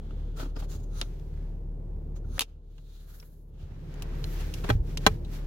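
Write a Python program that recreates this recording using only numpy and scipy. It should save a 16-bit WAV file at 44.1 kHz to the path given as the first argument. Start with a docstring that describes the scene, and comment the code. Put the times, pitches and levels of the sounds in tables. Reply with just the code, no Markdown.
"""An engine hums inside a parked car while a hand flips a power socket's plastic lid open and snaps it shut.
The snap makes the phone turn the hum down for about a second. Then a sleeve rustles past and two
loud knocks ring the plastic trim. The hum is a stack of tones tied to the engine's firing, over a rumble.
Skin and cloth make noise by catching and slipping; struck plastic cracks and rings at its own pitches."""
import sys
import numpy as np
from scipy import signal
from scipy.fft import rfft, irfft, next_fast_len
from scipy.io import wavfile
from scipy.ndimage import uniform_filter1d, minimum_filter1d

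SR = 44100
rng = np.random.default_rng(int(sys.argv[2]) if len(sys.argv) > 2 else 0)


def persist_wave(psi):
    """Save psi, clipped to +-1, as 16-bit WAV."""
    counts = np.round(np.clip(psi, -1, 1) * 32767).astype(np.int16)
    wavfile.write(sys.argv[1], SR, np.atleast_2d(counts).T)


N = 241006
T = np.arange(N) / SR
HIT_T = T[:SR // 6]  # the time axis of one short hit

# tone colour of skin rubbing on plastic: f/Hz, level/dB
SKIN = [(200, 4), (600, 3.5), (1000, -1.5), (1400, 2.5), (1900, -6.5), (3000, -4.5), (4200, -2), (5500, -7),
        (6700, -4.5), (8200, -13), (11000, -10.5), (16000, -12.5)]
# tone colour of a plastic crack: f/Hz, level/dB
CRACK = [(100, -8.5), (400, -5), (1200, -4.5), (1900, -8.5), (2750, 5.5), (4500, -2.5), (6500, -2),
         (8000, -7.5), (10500, -6), (13000, -4.5), (16000, -7.5)]


def undb(db):
    """Turn decibels into a number to multiply by."""
    return np.exp(np.asarray(db) * np.log(10) / 20)


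def unit(x):
    """Scale a sound to an average (rms) level of 1."""
    return x / np.sqrt(np.mean(x ** 2))


def unit_hit(x):
    """Give each channel of a short sound the energy of 10 ms at level 1."""
    return x / np.sqrt(np.sum(x ** 2, axis=-1, keepdims=True) / (SR / 100))


def add(out, at_s, sound):
    """Mix a stereo sound in at the given time."""
    i = max(int(at_s * SR), 0)
    out[:, i:i + sound.shape[1]] += sound[:, :N - i]


def wander(rate_hz):
    """A smooth random drift that typically strays about 1 from zero."""
    hold = int(SR / rate_hz)
    steps = np.repeat(rng.standard_normal(N // hold + 1), hold)
    return 1.3 * uniform_filter1d(uniform_filter1d(steps, hold), hold)[:N]


def colour(x, points, tilt_db=0, ring_hz=1000, ring_db=0, ring_width=0.12):
    """Shape a sound by (f/Hz, level/dB) points, a tilt in dB per octave and one optional ringing peak."""
    hz, db = np.transpose(points)
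    size = 2 * next_fast_len(x.shape[-1] // 2 + 1, real=True)
    spectrum = rfft(x.astype(np.float32), size)
    f = np.maximum(np.fft.rfftfreq(size, 1 / SR), 1)
    shape_db = np.interp(np.log2(f), np.log2(hz), db + tilt_db * np.log2(hz / hz[0]))
    peak_db = ring_db / (1 + ((f / ring_hz - 1) / ring_width) ** 2)
    return irfft(spectrum * undb(shape_db + peak_db), size)[..., :x.shape[-1]]


def soften(x, cutoff_hz, order=2):
    """A softer touch loses the treble above its cutoff."""
    return signal.lfilter(*signal.butter(order, min(cutoff_hz, .45 * SR), fs=SR), x)


def two_mics(noises, apart_hz=650, bass_side=0.12):
    """Spread two noises over the left and right microphones: alike in the bass, unrelated in the treble."""
    mid, side = noises
    side = side - (1 - bass_side) * soften(side, apart_hz, order=1)
    return np.array([mid + side, mid - side])


def stroke(peak_s, length_s, rise, roundness=1.22):
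    """Start time and speed (0-1) of a move. Rise is the share spent speeding up; roundness 2 is a bell."""
    start = max(peak_s - 3 * rise * length_s, 0)
    from_peak = T[:3 * SR // 2] + start - peak_s
    width = length_s * np.where(from_peak < 0, rise, 1 - rise)
    return start, np.exp(-np.abs(from_peak / width) ** roundness)


def friction(size, grain_db):
    """Rubbing noise made of tiny slips; more grain makes a few of them stand out."""
    strength = undb(grain_db * np.minimum(rng.exponential(1, size // 16 + 1), 6))
    return two_mics(rng.standard_normal((2, size)) * np.repeat(strength, 16)[:size])


def fade(t60):
    """Die away by 60 dB in t60 seconds, the fade time."""
    return np.exp(-np.log(1000) * HIT_T / t60)


def burst(points, t60, tilt_db=0, ring_hz=1000, ring_db=0, ring_width=.12):
    """A short puff of shaped noise that dies away."""
    noise = two_mics(rng.standard_normal((2, len(HIT_T))))
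    return unit_hit(colour(noise, points, tilt_db, ring_hz, ring_db, ring_width) * fade(t60))


def ring_tone(hz, t60, apart_hz=1700):
    """One fading tone of a struck part; high tones reach the two microphones out of step."""
    phase, side = rng.uniform(-np.pi, np.pi, 2)
    lag = np.sign(side) * np.pi / 4 * min(np.sqrt(hz / apart_hz), 1)
    angle = 2 * np.pi * hz * HIT_T + phase + np.array([[lag], [-lag]])
    return np.sin(angle.astype(np.float32)) * fade(t60)


def boom(hz, t60, push_s=0.0038):
    """A low fading tone set going by a slow push, the same on both sides."""
    push = 1 - np.exp(-HIT_T / push_s)
    wave = -np.sin(2 * np.pi * hz * HIT_T) * fade(t60) * push
    return unit_hit(np.array([wave, wave]))


def engine(firing_hz=36.73, drift_hz=.3, shake_db=1.82, uneven_db=2.5, rumble_db=-44.5, throb=0.08):
    """The idling engine hums at multiples of its firing rate, over a rumble that throbs with each firing."""
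    # tones of the hum: multiple of the firing rate, base level/dB, dB gained per dB of cabin_spots
    hum_tones = [(1, -34.5, 0.13), (2, -44.5, 0), (3, -53, 0.47), (4, -50, 0.54), (4.5, -53, 0.67),
                 (6, -71.5, -1.17), (9.5, -65, 1)]
    # the phone moves through the cabin's loud and quiet spots (a standing wave): t/s, level/dB
    cabin_spots = [(0, -7.5), (.7, -0.5), (1.4, -2.5), (2.2, -1), (2.7, -3), (3.4, 0), (4.0, 9), (4.4, 5),
                   (5.0, 8), (5.46, 2.5)]
    # tone colour of the low engine and fan rumble, with a faint high hiss on top: f/Hz, level/dB
    rumble_and_hiss = [(20, -14.5), (35, -6), (65, 0), (120, -2.5), (200, -10), (320, -12.5), (440, -13.5),
                       (560, -21), (740, -29), (850, -28), (1200, -40), (2200, -50), (7000, -59.5),
                       (11000, -61.5), (16000, -56.5)]
    spot_db = np.interp(T, *np.transpose(cabin_spots))
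    phase = 2 * np.pi * np.cumsum(firing_hz + drift_hz * wander(3)) / SR
    lead = np.pi * firing_hz * 0.00027 * np.array([[1], [-1]])  # the hum arrives 0.27 ms sooner on the left
    hum = 0
    for multiple, db, share in hum_tones:
        # uneven firing disturbs the upper tones more than the lowest one
        wobble_db = shake_db if multiple == 1 else uneven_db
        angle = multiple * (phase + lead) + rng.uniform(0, 2 * np.pi) + 0.1 * wobble_db * wander(12)
        level = undb(db + share * spot_db + wobble_db * wander(12))
        hum = hum + np.sqrt(2) * level * np.sin(angle.astype(np.float32))
    noise = unit(colour(two_mics(rng.standard_normal((2, N))), rumble_and_hiss))
    noise = noise * (1 + throb * np.sin(phase))
    return hum + noise * undb(rumble_db + 0.43 * spot_db - 0.68 * wander(5.6))


def palm(grain_db=1.0, judder_db=1.3):
    """The flat hand glides smoothly over the console with one broad swish."""
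    # glides: peak t/s, length/s, level/dB, tilt/dB per octave, swish f/Hz
    glides = [(0.166, 0.93, -63, -2.5, 3300), (2.493, .13, -56, -1.5, 2950), (2.73, 0.22, -66, 1, 3030),
              (2.951, 0.3, -51, 2, 3700), (3.13, 0.22, -49, 0.5, 1700), (3.166, .22, -46.5, 7.5, 12000),
              (3.36, 0.21, -60.5, 5, 11500), (3.615, .12, -53, -1.5, 3000), (4.33, 0.23, -55.5, 5, 12900)]
    out = np.zeros((2, N))
    for peak_s, length_s, db, tilt_db, hz in glides:
        start, speed = stroke(peak_s, length_s, rise=0.49)
        swish = colour(friction(len(speed), grain_db), SKIN, tilt_db, hz, ring_db=8, ring_width=0.17)
        add(out, start, undb(db) * speed * unit(swish))
    return out * undb(judder_db * wander(64))


def sleeve(grain_db=1.46, flutter_db=0.6, dulling_db_per_octave=2.5):
    """Cloth fibres catch and slip; each arm movement is loudest where it is fastest."""
    # arm movements: peak t/s, length/s, level/dB, tilt at full speed/dB per octave
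    arm_moves = [(.13, 0.2, -57, -5.5), (1.104, 0.36, -64.5, 1), (1.401, .24, -63.5, -1.5),
                 (3.727, .2, -53.5, -3), (4.06, .5, -47, -3), (4.41, .32, -49, -0.4),
                 (4.587, .09, -51.5, 1), (4.685, .09, -42.5, -1.5), (4.904, 0.12, -55.5, 0.5),
                 (5.064, .14, -48.5, -0.5), (5.341, .085, -51, 2), (5.379, 0.29, -55, -1.5)]
    # tone colour of rubbing cloth: f/Hz, level/dB
    cloth = [(40, 5.5), (100, 2), (250, 7), (700, 3.5), (1600, 4.5), (2400, 1.5), (4000, -2), (6500, -6),
             (8500, -13.5), (12500, -10.5), (16000, -14.5)]
    out = np.zeros((2, N))
    for peak_s, length_s, db, tilt_db in arm_moves:
        # the heavy arm keeps its speed longer than the fingers do
        start, speed = stroke(peak_s, length_s, rise=0.44, roundness=1.65)
        fibres = friction(len(speed), grain_db)
        fast = unit(colour(fibres, cloth, tilt_db))
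        slow = unit(colour(fibres, cloth, tilt_db + dulling_db_per_octave))  # thinner; speed dulls it
        rustle = speed * fast + (1 - speed) * slow
        add(out, start, undb(db) * speed * rustle)
    return out * undb(flutter_db * wander(35))


def ticks(echo_db=-18, echo_t60=.06):
    """Nails and small stiff parts tick: a dry crack with one ringing peak, then the cabin's short echo."""
    # light taps: t/s, level/dB, ring f/Hz, ring height/dB, fade time/s
    taps = [(.108, -55, 1330, 29.5, .045), (1.197, -65.5, 3940, -0.5, .012), (2.781, -50.5, 2830, 12, .025),
            (3.2002, -41.5, 5400, 22.5, 0.028), (3.9407, -54.5, 6650, 5.5, 0.019),
            (4.022, -38.5, 6400, -2, 0.033), (4.2417, -38.5, 4270, 21.5, .018),
            (4.5388, -39, 5267, 4.5, 0.049), (4.693, -40.5, 7060, -6, .033), (4.9733, -34, 3400, 2, .03),
            (5.248, -54.5, 3943, 17.5, .05)]
    out = np.zeros((2, N))
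    for at_s, db, hz, ring_db, t60 in taps:
        crack = burst(CRACK, t60, ring_hz=hz, ring_db=ring_db, ring_width=0.077)
        crack = unit_hit(soften(crack, cutoff_hz=2.6 * hz))
        echo = undb(echo_db) * burst(SKIN, echo_t60)
        add(out, at_s, undb(db) * unit_hit(crack + echo))
    return out


def fingers(grain_db=0.5, judder_db=3.0):
    """Fingertips catch quickly and judder to rest on the grained plastic, each scrape at its own pitch."""
    # rubs: peak t/s, length/s, level/dB, tilt/dB per octave, scrape f/Hz, scrape height/dB
    rubs = [(0.372, 0.031, -55.5, 1.5, 1370, 6.5), (0.404, .06, -39.5, -1.5, 1334, 8),
            (0.567, .02, -39, -4, 5070, 14), (0.595, 0.065, -49, -1, 1400, 1),
            (0.712, 0.079, -49.5, 1, 6700, 6.5), (0.841, 0.026, -59.5, 3, 6620, 12),
            (2.165, 0.022, -54, -1, 6460, 11), (2.246, 0.021, -60.5, -3, 1400, 19),
            (4.407, .026, -43.5, .3, 2900, 12.5), (4.645, .019, -36.5, -5, 2660, 10.5)]
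    out = np.zeros((2, N))
    for peak_s, length_s, db, tilt_db, hz, scrape_db in rubs:
        start, speed = stroke(peak_s, length_s, rise=.3)
        scrape = colour(friction(len(speed), grain_db), SKIN, tilt_db, hz, scrape_db, ring_width=0.073)
        add(out, start, undb(db) * speed * unit(scrape))
    return out * undb(judder_db * wander(64))


def knocks(crack_db=-4.5, pitch_scatter=0.012, chatter_s=.007, chatter_db=-4, soft_touch_hz=500):
    """Blows chatter on the hollow trim; a soft one has less treble and makes the panel thud more."""
    # blows on the console: t/s, level/dB, cutoff f/Hz (lower is softer), pitch factor of the spot hit
    blows = [(.397, -48.5, 1000, .86), (0.428, -40.5, 470, .78), (0.456, -46.5, 420, 0.78),
             (.564, -44, 700, .76), (.623, -42.5, 800, 0.77), (1.015, -41, 1101, .85),
             (2.381, -31.5, 1000, 1.2), (2.408, -27.5, 1100, 1), (2.782, -50.5, 3300, 1),
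             (3.2261, -44.5, 2300, 1.2), (3.718, -52, 1505, .58), (4.641, -41, 3427, .88),
             (4.69, -27.5, 700, 1.02), (4.7002, -20.5, 1500, .98), (4.975, -52.5, 1445, 1),
             (5.0644, -10.5, 4960, .975)]
    # tones the trim rings at: f/Hz, level/dB, fade time/s
    trim_tones = [(190, -6, 0.057), (285, -15, 0.1), (380.7, -6, .045), (445, -0.5, 0.08), (622, -3, .05),
                  (822, -4, .055), (1045, 1, 0.037), (1189, -2, 0.044), (1340, -5.5, 0.048),
                  (1569, 3.5, 0.036), (1858, -0.5, .032), (2030, -3, .035), (2440, -7.5, 0.06),
                  (2920, -7.5, .03), (3400, 0.5, .03), (4020, -2, 0.016), (4200, 2.5, 0.029),
                  (5650, -16, .02), (6660, -4.5, .016)]
    out = np.zeros((2, N))
    for at_s, db, cutoff_hz, pitch in blows:
        blow = 0
        # three unevenly spaced contacts, each weaker than the last and on a slightly different spot
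        lateness = np.append(0, (np.arange(1, 3) - rng.random(2)) / 2)
        for late in lateness:
            ring = 0
            for hz, tone_db, t60 in trim_tones:
                spot_hz = hz * pitch * (1 + pitch_scatter * rng.standard_normal())
                ring = ring + undb(tone_db) * ring_tone(spot_hz, t60)
            contact = unit_hit(ring) + undb(crack_db) * burst(CRACK, t60=0.033, tilt_db=1.9)
            blow = blow + undb(late * chatter_db) * np.roll(contact, int(late * chatter_s * SR), axis=1)
        add(out, at_s, undb(db) * unit_hit(soften(blow, cutoff_hz, order=1)))
        thud_db = 3.5 - 8.5 * np.log2(cutoff_hz / soft_touch_hz)
        add(out, at_s, undb(db + thud_db) * boom(hz=268.4, t60=0.06))
    return out


def lid(ring_db=-1, crack_t60=0.0087, buzz_t60=0.059):
    """The lid's plug drags in the socket, then the lid cracks, rings and buzzes briefly on its hinge."""
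    # drags just before opening and shutting: peak t/s, length/s, level/dB
    drags = [(0.994, .085, -48), (2.381, 0.098, -50)]
    # tone colour of the dragging plug: f/Hz, level/dB
    plug = [(200, 1), (900, -2.5), (1350, 10), (1900, -7), (3200, -3.5), (3900, 3.5), (5200, -6),
            (6300, 3.5), (8000, -14), (10200, -3.5), (12500, -11), (16000, -10.5)]
    # the lid pops open, later snaps shut and rattles home: t/s, level/dB, cutoff f/Hz, buzz level/dB
    snaps = [(1.014, -29.5, 4950, -7), (2.3935, -11, 19000, -7), (2.408, -15, 12000, 1),
             (2.415, -21, 10000, 0.5), (2.419, -19.5, 7000, -2)]
    # tones the lid rings at: f/Hz, level/dB, fade time/s
    lid_tones = [(1330, -12, .03), (2450, -15, 0.017), (2940, -10.5, 0.026), (3676, 1.5, 0.032),
                 (4130, -3.5, 0.034), (4580, -1.5, 0.023), (7100, -12, .02), (10620, 11.5, 0.0074),
                 (14200, 5.5, 0.0028)]
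    out = np.zeros((2, N))
    for peak_s, length_s, db in drags:
        start, speed = stroke(peak_s, length_s, rise=.5)
        scrape = colour(friction(len(speed), grain_db=0), plug)
        add(out, start, undb(db) * speed * unit(scrape))
    for at_s, db, cutoff_hz, buzz_db in snaps:
        ring = unit_hit(sum(undb(tone_db) * ring_tone(hz, t60) for hz, tone_db, t60 in lid_tones))
        snap = burst(CRACK, crack_t60) + undb(ring_db) * ring + undb(buzz_db) * burst(CRACK, buzz_t60)
        add(out, at_s, undb(db) * unit_hit(soften(snap, cutoff_hz)))
    return out


def thumps():
    """Slow pushes set the panels and the cabin air booming."""
    # dull pushes: t/s, level/dB, f/Hz, fade time/s
    pushes = [(3.63, -25, 86.6, .14), (3.715, -28.5, 105.4, .15), (4.23, -30, 86.5, .15),
              (4.702, -24.5, 71.2, .23), (4.705, -16.5, 113.6, 0.31), (4.753, -17.5, 86, .045),
              (4.802, -21.5, 55, 0.11), (4.9, -31, 54.35, .12), (5.064, -24.5, 90, .053),
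              (5.108, -24.5, 85.3, .074)]
    out = np.zeros((2, N))
    for at_s, db, hz, t60 in pushes:
        add(out, at_s, undb(db) * boom(hz, t60))
    return out


def scene():
    """The idling engine and everything the hand does, as the two microphones pick it up."""
    # the microphones sit differently in the cabin: f/Hz, left minus right level/dB
    balance = [(35, 1.5), (70, -2.5), (140, -2), (330, 0.5), (600, 1), (1200, 0), (3000, -0.5),
               (10000, 1.5)]
    left, right = engine() + fingers() + palm() + sleeve() + lid() + ticks() + knocks() + thumps()
    left = colour(left, [(hz, db / 2) for hz, db in balance])
    right = colour(right, [(hz, -db / 2) for hz, db in balance])
    return np.array([left, right])


def gain_control(x, treble_hz=9000, limit_db=-21, max_cut_db=12, hold_s=0.97, recover_db_per_s=13):
    """A sharp treble peak makes the phone turn the volume down, hold it there, then let it creep back."""
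    treble = signal.sosfilt(signal.butter(4, treble_hz, "high", fs=SR, output="sos"), x)
    power = uniform_filter1d(np.mean(treble ** 2, axis=0), size=128)
    level_db = 10 * np.log10(np.abs(power) + 1e-12)
    cut_db = np.clip(2 * (level_db - limit_db), 0, max_cut_db)
    half_hold = int(hold_s * SR) // 2
    held_db = -minimum_filter1d(-cut_db, 2 * half_hold + 1, origin=half_hold, mode="constant")
    ramp_db = recover_db_per_s * T
    released_db = np.maximum.accumulate(held_db + ramp_db) - ramp_db
    smooth_db = uniform_filter1d(released_db, size=128)
    # it looks 10 ms ahead, so the volume is down before the peak arrives
    return x * undb(-np.interp(T + 0.01, T, smooth_db))


def record(dry, top_hz=16000):
    """The phone adjusts its volume, clips the peaks and cuts the highest treble."""
    clipped = np.clip(gain_control(dry), -1, 1)
    return signal.sosfilt(signal.ellip(8, .2, 70, top_hz, fs=SR, output="sos"), clipped)


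dry = scene()
out = record(dry)
persist_wave(out)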